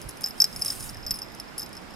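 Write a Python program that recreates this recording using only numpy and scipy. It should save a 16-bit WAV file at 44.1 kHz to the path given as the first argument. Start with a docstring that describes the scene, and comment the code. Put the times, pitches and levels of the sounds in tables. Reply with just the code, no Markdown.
"""A puppy trots over a driveway on a coiled tether, in quiet outdoor air with a little microphone wind.
From the start, metal on its collar jingles in bright bursts: each knock is a ping near 5 kHz, a clack
and thin overtones. A far bird whistles one phrase three times. The loudest clinks come at 0.4 s, with
a small tap on the ground. Something, probably the tether, swishes over the ground and fades by 1 s,
at a second tap. The collar jingles again near 1.1 s and 1.6 s, then trails off."""
import sys
import numpy as np
from scipy import signal
from scipy.fft import rfft, irfft
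from scipy.io import wavfile
from scipy.ndimage import uniform_filter1d

SR = 44100
rng = np.random.default_rng(int(sys.argv[2]) if len(sys.argv) > 2 else 0)


def log_audio(samples):
    """Write samples as a 16-bit WAV file to the path given in sys.argv[1]."""
    # one column per channel
    frames = np.atleast_2d(samples).T
    # limit to full scale, then quantise
    limited = np.clip(frames, -1, 1)
    pcm = np.round(limited * 32767).astype(np.int16)
    wavfile.write(sys.argv[1], SR, pcm)


N = 85995  # 1.95 s

# How much louder the left side is, for collar and taps: pitch_hz, left_minus_right_db
COLLAR_BALANCE = [(2000, -3), (5200, -.4), (8000, 1), (10000, 1.5), (11000, 5), (12000, -4), (15000, -22)]
# The same for swish, air and wind: pitch_hz, left_minus_right_db
AIR_BALANCE = [(40, -4.5), (200, -11), (400, -5.5), (800, -3), (3000, -4), (8000, 2.5), (13000, -10)]


def collar():
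    """Metal pieces knock together and brush lightly in between; the ground and yard echo a little."""
    # Knocks: start_s, ping_db, ring_share_db (capped at 0), clack_db, overtone_db, favoured_overtone_hz
    knocks = [(0.0156, -43, 16, -38, -47.5, 9700), (.025, -41.5, -4, -46, -52, 11000),
              (.0875, -43, 3, -55, -35.5, 11000), (.092, -42.5, -6, -36, -36.5, 11000),
              (.109, -43, -11, -43, -64, 9700), (0.171, -48, 7, -45.5, -48, 11000),
              (.209, -59, -6, -36.5, -45, 11000), (0.218, -38, 0, -41, -42.5, 9700),
              (0.235, -33, 8, -37, -49, 12200), (0.2403, -15, 3, -30, -39.5, 12500),
              (.2605, -23.5, -3, -29, -43, 12000), (.272, -29, 6, -36, -38.5, 12000),
              (.2835, -33, 0, -39, -43.5, 9700), (.3068, -27.5, -8, -50, -56, 11000),
              (.3795, -38, 24, -49, -62, 11000), (0.4018, -3, -5, -23, -30, 12100),
              (0.4166, -15, -17, -21, -30, 12400), (0.4194, -4, -12, -20.5, -38, 12400),
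              (0.4416, -9, -8, -18.5, -40, 12400), (0.4516, -27, 3, -39, -61, 12400),
              (.527, -32.5, 1, -44, -61, 11000), (.561, -25.5, -3, -33.5, -36, 11000),
              (0.593, -52, -6, -39, -38, 11000), (0.614, -29, 8, -52, -28.5, 11000),
              (0.6199, -12.5, -6, -26, -40, 11000), (0.6473, -46, -6, -26.5, -29.5, 9700),
              (0.659, -19.5, 12, -34, -28, 11000), (.6808, -19, -4, -32, -39, 11000),
              (0.7023, -15, -8, -45, -42, 12400), (.719, -30, 0, -51, -37, 9700),
              (0.8, -51, -10, -36, -46, 11000), (.806, -36, 1, -33, -45, 11000),
              (0.826, -35, 0, -42, -47, 9700), (.891, -31.5, 2, -44, -52, 11000),
              (.8965, -32, -16, -38, -50, 11000), (0.945, -37, -3, -45, -58, 11000),
              (0.969, -39, 0, -44.5, -58, 12000), (1.027, -39, 0, -59, -68, 12000),
              (1.039, -40, -9, -62, -70, 12000), (1.049, -36, -7, -63, -68, 12000),
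              (1.0646, -22.5, 0, -33.5, -38, 12200), (1.080, -29.5, -4, -55, -52, 11000),
              (1.091, -30, 0, -54, -50, 11000), (1.1077, -13.5, -19, -25.5, -39, 12300),
              (1.1118, -16, -6, -26, -34, 11950), (1.139, -25, 0.5, -49, -43, 12200),
              (1.1423, -49, -4, -42, -36, 11000), (1.157, -30, 2, -41.5, -42, 11000),
              (1.169, -40, -3, -43, -44, 11000), (1.188, -33, 1, -37.5, -40.5, 9700),
              (1.2177, -22, -8, -42, -46, 12200), (1.227, -31, 0, -49, -47, 12200),
              (1.2605, -43, 3, -67, -61, 12200), (1.2994, -46, -1, -62, -63, 11000),
              (1.319, -46, -1, -52, -56, 12200), (1.3487, -61, -6, -41, -52, 11000),
              (1.399, -25.5, -5.5, -35.5, -46, 11000), (1.517, -57, -11, -69, -73, 11000),
              (1.5794, -26, 3, -34, -29.5, 11000), (1.594, -28, 11, -34.5, -31, 11400),
              (1.6, -25, -7, -49, -53, 12200), (1.6089, -43, 0, -35.5, -52, 11000),
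              (1.618, -30, 2, -36, -51, 9700), (1.629, -27.5, 5, -41, -46, 12200),
              (1.6335, -35, -7, -45, -52, 12200), (1.6612, -41, 0, -39.5, -53, 11000),
              (1.6915, -56, -3, -45.5, -63, 11000), (1.729, -36.5, -1, -44, -49.5, 11000),
              (1.752, -43.5, 3, -44.5, -58, 11000), (1.7678, -35, 3, -43.5, -61, 9700),
              (1.775, -33, -8, -52.5, -59, 11000), (1.818, -53, -1, -57, -61, 11000),
              (1.907, -42.5, -4, -50, -68, 11000), (1.938, -42, -4, -54, -59, 11000)]
    # Tone of the clack: pitch_hz, relative_db
    clack_tone = [(500, -28), (1500, -9), (3000, -8), (4400, -2.5), (5600, 6.5), (6700, 1.5), (8200, 1.5),
                  (9500, 2), (12500, 2), (13800, -24), (16000, -19)]
    clack_s = 0.0019
    rings, clacks = np.zeros((2, N))
    t = np.arange(SR // 50) / SR
    clack_shape = 2 * t / clack_s * np.exp(1 - 2 * t / clack_s)
    for start_s, ping_db, ring_db, clack_db, overtone_db, favoured_hz in knocks:
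        # The next knock that is nearly as hard, or harder, stops the ring.
        waits_s = [s - start_s for s, db, *_ in knocks if s > start_s and db > ping_db - 3]
        add(rings, start_s, clink(ping_db, ring_db, overtone_db, favoured_hz, min(waits_s + [1])))
        add(clacks, start_s, amp(clack_db) * clack_shape * rng.standard_normal(len(t)))
    rattle_start_s, rattle_length_s, brushes_per_s = 0.58, 0.92, 49
    for when, strength in rng.random((round(brushes_per_s * rattle_length_s), 2)):
        level_db = -45 + 4 * strength
        brush = clink(level_db, ring_db=-13, overtone_db=level_db - 26, favoured_hz=12100, free_s=1)
        add(rings, rattle_start_s + when * rattle_length_s, brush)
    jingle = rings + colour(clacks, clack_tone)
    ground_echo = amp(-18) * echoes(jingle, fade_s=.07)[0]
    yard_echo = amp(-26) * echoes(jingle, fade_s=.6)
    return place(jingle + ground_echo + yard_echo, COLLAR_BALANCE, left_lead_s=.000018)


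def clink(ping_db, ring_db, overtone_db, favoured_hz, free_s):
    """Struck metal: a short ping that rings on until stopped at free_s, plus chattering overtones."""
    # Weaker tones just above the ping: pitch_hz, relative_db, fade_s
    side_tones = [(5160, -12.5, 0.071), (5430, -10, 0.04), (5570, -18, 0.066)]
    # High tones of the metal: pitch_hz, relative_db, fade_s
    overtones = [(9670, 4, 0.054), (10990, 0.5, 0.071), (11430, -3, 0.03), (11920, 1.5, 0.13),
                 (12170, -9, 0.051), (12660, 3, 0.088), (12740, -12, .04)]
    ping_hz, sharp_hz, hard_knock_hz = 5085, 770, 1110
    rise_s, settle_s, contact_s, ring_fade_s, stop_s = .0011, .00077, .0036, .051, .0025
    t = np.arange(SR // 6) / SR
    # The pitch starts high, more so for a hard knock, and settles at once.
    settled_hz = ping_hz + 20.4 * rng.standard_normal()
    settling = np.exp(.35 * rng.standard_normal() - t / settle_s)
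    pitch_hz = settled_hz + (sharp_hz + hard_knock_hz * amp(ping_db)) * settling
    ring_share = min(amp(ring_db), 1)
    shape = (1 - ring_share) * np.exp(-(t / contact_s) ** 4) + ring_share * amp(-60 * t / ring_fade_s)
    phase = rng.random()
    ping = shape * np.sin(2 * np.pi * (np.cumsum(pitch_hz) / SR + phase))
    for hz, db, fade_s in side_tones:
        side_phase = phase + sharp_hz * settle_s * rng.random()
        ping += ring_share * amp(db) * fading_tone(t, hz, fade_s, side_phase)
    ping *= np.exp(-np.maximum(t - free_s, 0) / stop_s)
    shimmer = np.zeros(len(t))
    for hz, db, fade_s in overtones:
        weight = amp(-18.5) + np.exp(-((hz - favoured_hz) / 310) ** 2)  # most near favoured_hz
        detuned_hz = hz + 24 * rng.standard_normal()
        shimmer += amp(db) * weight * fading_tone(t, detuned_hz, fade_s, rng.random())
    shimmer *= 1 + .33 * flicker(len(t), smooth_samples=60)
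    onset = 1 - np.exp(-(t / rise_s) ** 2)
    return onset * (amp(ping_db) * ping + amp(overtone_db + 1) * shimmer)


def taps():
    """Small dull taps on the asphalt, perhaps claws."""
    # Taps: start_s, level_db, pitch_hz
    hits = [(.442, -36, 1900), (.9555, -36, 1780)]
    rise_s = .0013
    track, t = np.zeros(N), np.arange(SR // 40) / SR
    shape = t / rise_s * np.exp(1 - t / rise_s)
    for start_s, level_db, pitch_hz in hits:
        grit = .75 + .35 * flicker(len(t), smooth_samples=30)
        add(track, start_s, amp(level_db) * shape * grit * np.sin(2 * np.pi * pitch_hz * t))
    return place(track, COLLAR_BALANCE)


def swish():
    """Rubbing over the ground makes a fine, grainy hiss that swells and fades."""
    # Loudness of the rubbing: time_s, level_db
    swell = [(0, -59.5), (.33, -63), (.39, -51.5), (.56, -51), (.63, -46.5), (.67, -39), (.73, -39),
             (.78, -43), (.82, -41), (.86, -40), (.9, -45.5), (.95, -63.5), (1.95, -90)]
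    # Tone of the rubbing: pitch_hz, relative_db
    tone = [(2000, -12), (4000, -8), (6500, -6.5), (8000, -4), (9300, 2.5), (10500, -3), (12000, -5),
            (13500, -8.5), (16000, -18)]
    grain_db = 2 * flicker(N, smooth_samples=70)
    rub = evened(noise_pair(likeness=0.7, patch_db=2.5) * amp(grain_db))
    return place(colour(rub, tone) * level(swell), AIR_BALANCE)


def bird(phrases=3):
    """A far bird on the right repeats a phrase of four gliding whistles."""
    # Whistles in one phrase: start_s, length_s, from_hz, to_hz, relative_db
    notes = [(.003, .078, 2220, 2560, -1), (.108, .032, 2980, 2600, 1), (.155, .033, 2970, 3330, 1),
             (.262, .036, 3870, 4250, -3)]
    first_s, repeat_s = -.155, .344  # already singing as the scene begins
    song = np.zeros(N)
    for phrase in range(phrases):
        for start_s, length_s, from_hz, to_hz, db in notes:
            progress = np.linspace(0, 1, round(length_s * SR))
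            pitch_hz = from_hz + (to_hz - from_hz) * np.sin(np.pi * progress / 2) ** 2
            shape = np.sqrt(abs(np.sin(np.pi * progress)))
            whistle = np.sin(2 * np.pi * np.cumsum(pitch_hz) / SR)
            add(song, first_s + phrase * repeat_s + start_s, amp(db) * shape * whistle)
    direct = song * amp([[-12], [0]])  # quieter on the left
    return amp(-54.5) * (direct + amp(-4) * echoes(song, fade_s=.3))


def air():
    """Outdoor air gives a steady hush; soft gusts rumble on the microphone."""
    # Tone of the hush: pitch_hz, relative_db
    hush_tone = [(20, -7), (60, -6), (120, -3), (200, 0.5), (320, -1), (450, -5), (750, -4.5), (1400, -7.5),
                 (2200, -11.5), (3300, -16.5), (4500, -18.5), (5100, -14.5), (5900, -23.5), (8000, -24.5),
                 (12000, -30), (14500, -34.5), (16000, -62)]
    # Tone of the gusts: pitch_hz, relative_db
    gust_tone = [(15, -8), (40, 1.5), (80, -2.5), (140, -6), (250, -21), (500, -53), (3000, -65)]
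    # Loudness of the gusts: time_s, level_db
    gust_swell = [(0, -74), (.04, -48.5), (.07, -38), (.12, -58.5), (.45, -60), (.59, -45), (.7, -53),
                  (.8, -44), (.9, -44), (1, -45), (1.11, -43.5), (1.18, -58), (1.95, -58)]
    hush = amp(-44) * colour(noise_pair(likeness=0.033, patch_db=0.4), hush_tone)
    gusts = colour(noise_pair(likeness=0.083, patch_db=1.5), gust_tone) * level(gust_swell)
    return place(hush + gusts, AIR_BALANCE)


def amp(db):
    """Turns decibels into a number to multiply by."""
    return 10 ** (np.asarray(db) / 20)


def evened(sound):
    """Scales a sound to an average power of 1."""
    return sound / np.sqrt(np.mean(sound ** 2) + 1e-20)


def flicker(samples, smooth_samples):
    """A random wobble; more smoothing makes it slower."""
    return evened(uniform_filter1d(rng.standard_normal(samples), size=smooth_samples))


def fading_tone(t, hz, fade_s, phase):
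    """A pure tone that drops 60 dB in fade_s; phase is in cycles."""
    return amp(-60 * t / fade_s) * np.sin(2 * np.pi * (hz * t + phase))


def db_at(points, hz):
    """Looks up decibels between a table's pitches, on an octave scale."""
    pitches_hz, db = np.transpose(points)
    return np.interp(np.log(hz + 1), np.log(pitches_hz + 1), db)


def level(points):
    """Joins (time_s, level_db) points into a volume curve."""
    return amp(np.interp(np.arange(N) / SR, *np.transpose(points)))


def add(mix, start_s, sound):
    """Mixes a sound in at start_s, cutting off what does not fit."""
    start = round(start_s * SR)
    sound = sound[max(-start, 0):]
    part = mix[max(start, 0):][:len(sound)]
    part += sound[:len(part)]


def colour(sound, tone):
    """Turns pitches up or down by a tone table; white noise keeps its power."""
    gain = evened(amp(db_at(tone, np.fft.rfftfreq(N, 1 / SR))))
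    return irfft(rfft(sound) * gain, N)


def place(sound, balance, left_lead_s=0):
    """Sends a sound left and right with a difference in level and timing."""
    hz = np.fft.rfftfreq(N, 1 / SR)
    left_gain = amp(db_at(balance, hz) / 2) * np.exp(1j * np.pi * hz * left_lead_s)
    return irfft(rfft(sound) * np.array([left_gain, 1 / left_gain]), N)


def noise_pair(likeness, patch_db):
    """Partly alike left and right noises, with louder and softer patches in time and pitch."""
    left, other = rng.standard_normal((2, N))
    right = likeness * left + np.sqrt(1 - likeness ** 2) * other
    spectra = signal.stft([left, right], nperseg=512)[2]
    patches = uniform_filter1d(rng.standard_normal(spectra.shape[1:]), size=6, axis=0)  # across pitch
    patches = evened(uniform_filter1d(patches, size=9, axis=1))  # across time
    return evened(signal.istft(spectra * amp(patch_db * patches))[1][:, :N])


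def echoes(sound, fade_s):
    """Scattered echoes, different on each side, that drop 60 dB in fade_s."""
    echoes_per_s = 3000
    t = np.arange(SR // 2) / SR
    bounces = rng.standard_normal((2, len(t))) * (rng.random((2, len(t))) < echoes_per_s / SR)
    bounces *= (t > .002) * amp(-60 * t / fade_s)
    bounces /= np.linalg.norm(bounces, axis=1, keepdims=True)
    return signal.fftconvolve(sound[None], bounces, axes=1)[:, :N]


def scene():
    """Everything heard on the driveway."""
    return collar() + taps() + swish() + bird() + air()


def record(dry):
    """Cuts off the very highest treble."""
    cutoff_hz = 15800
    low_pass = signal.firwin(511, cutoff_hz, window=("kaiser", 9), fs=SR)
    return signal.oaconvolve(dry, low_pass[None], "same")


dry = scene()
out = record(dry)
log_audio(out)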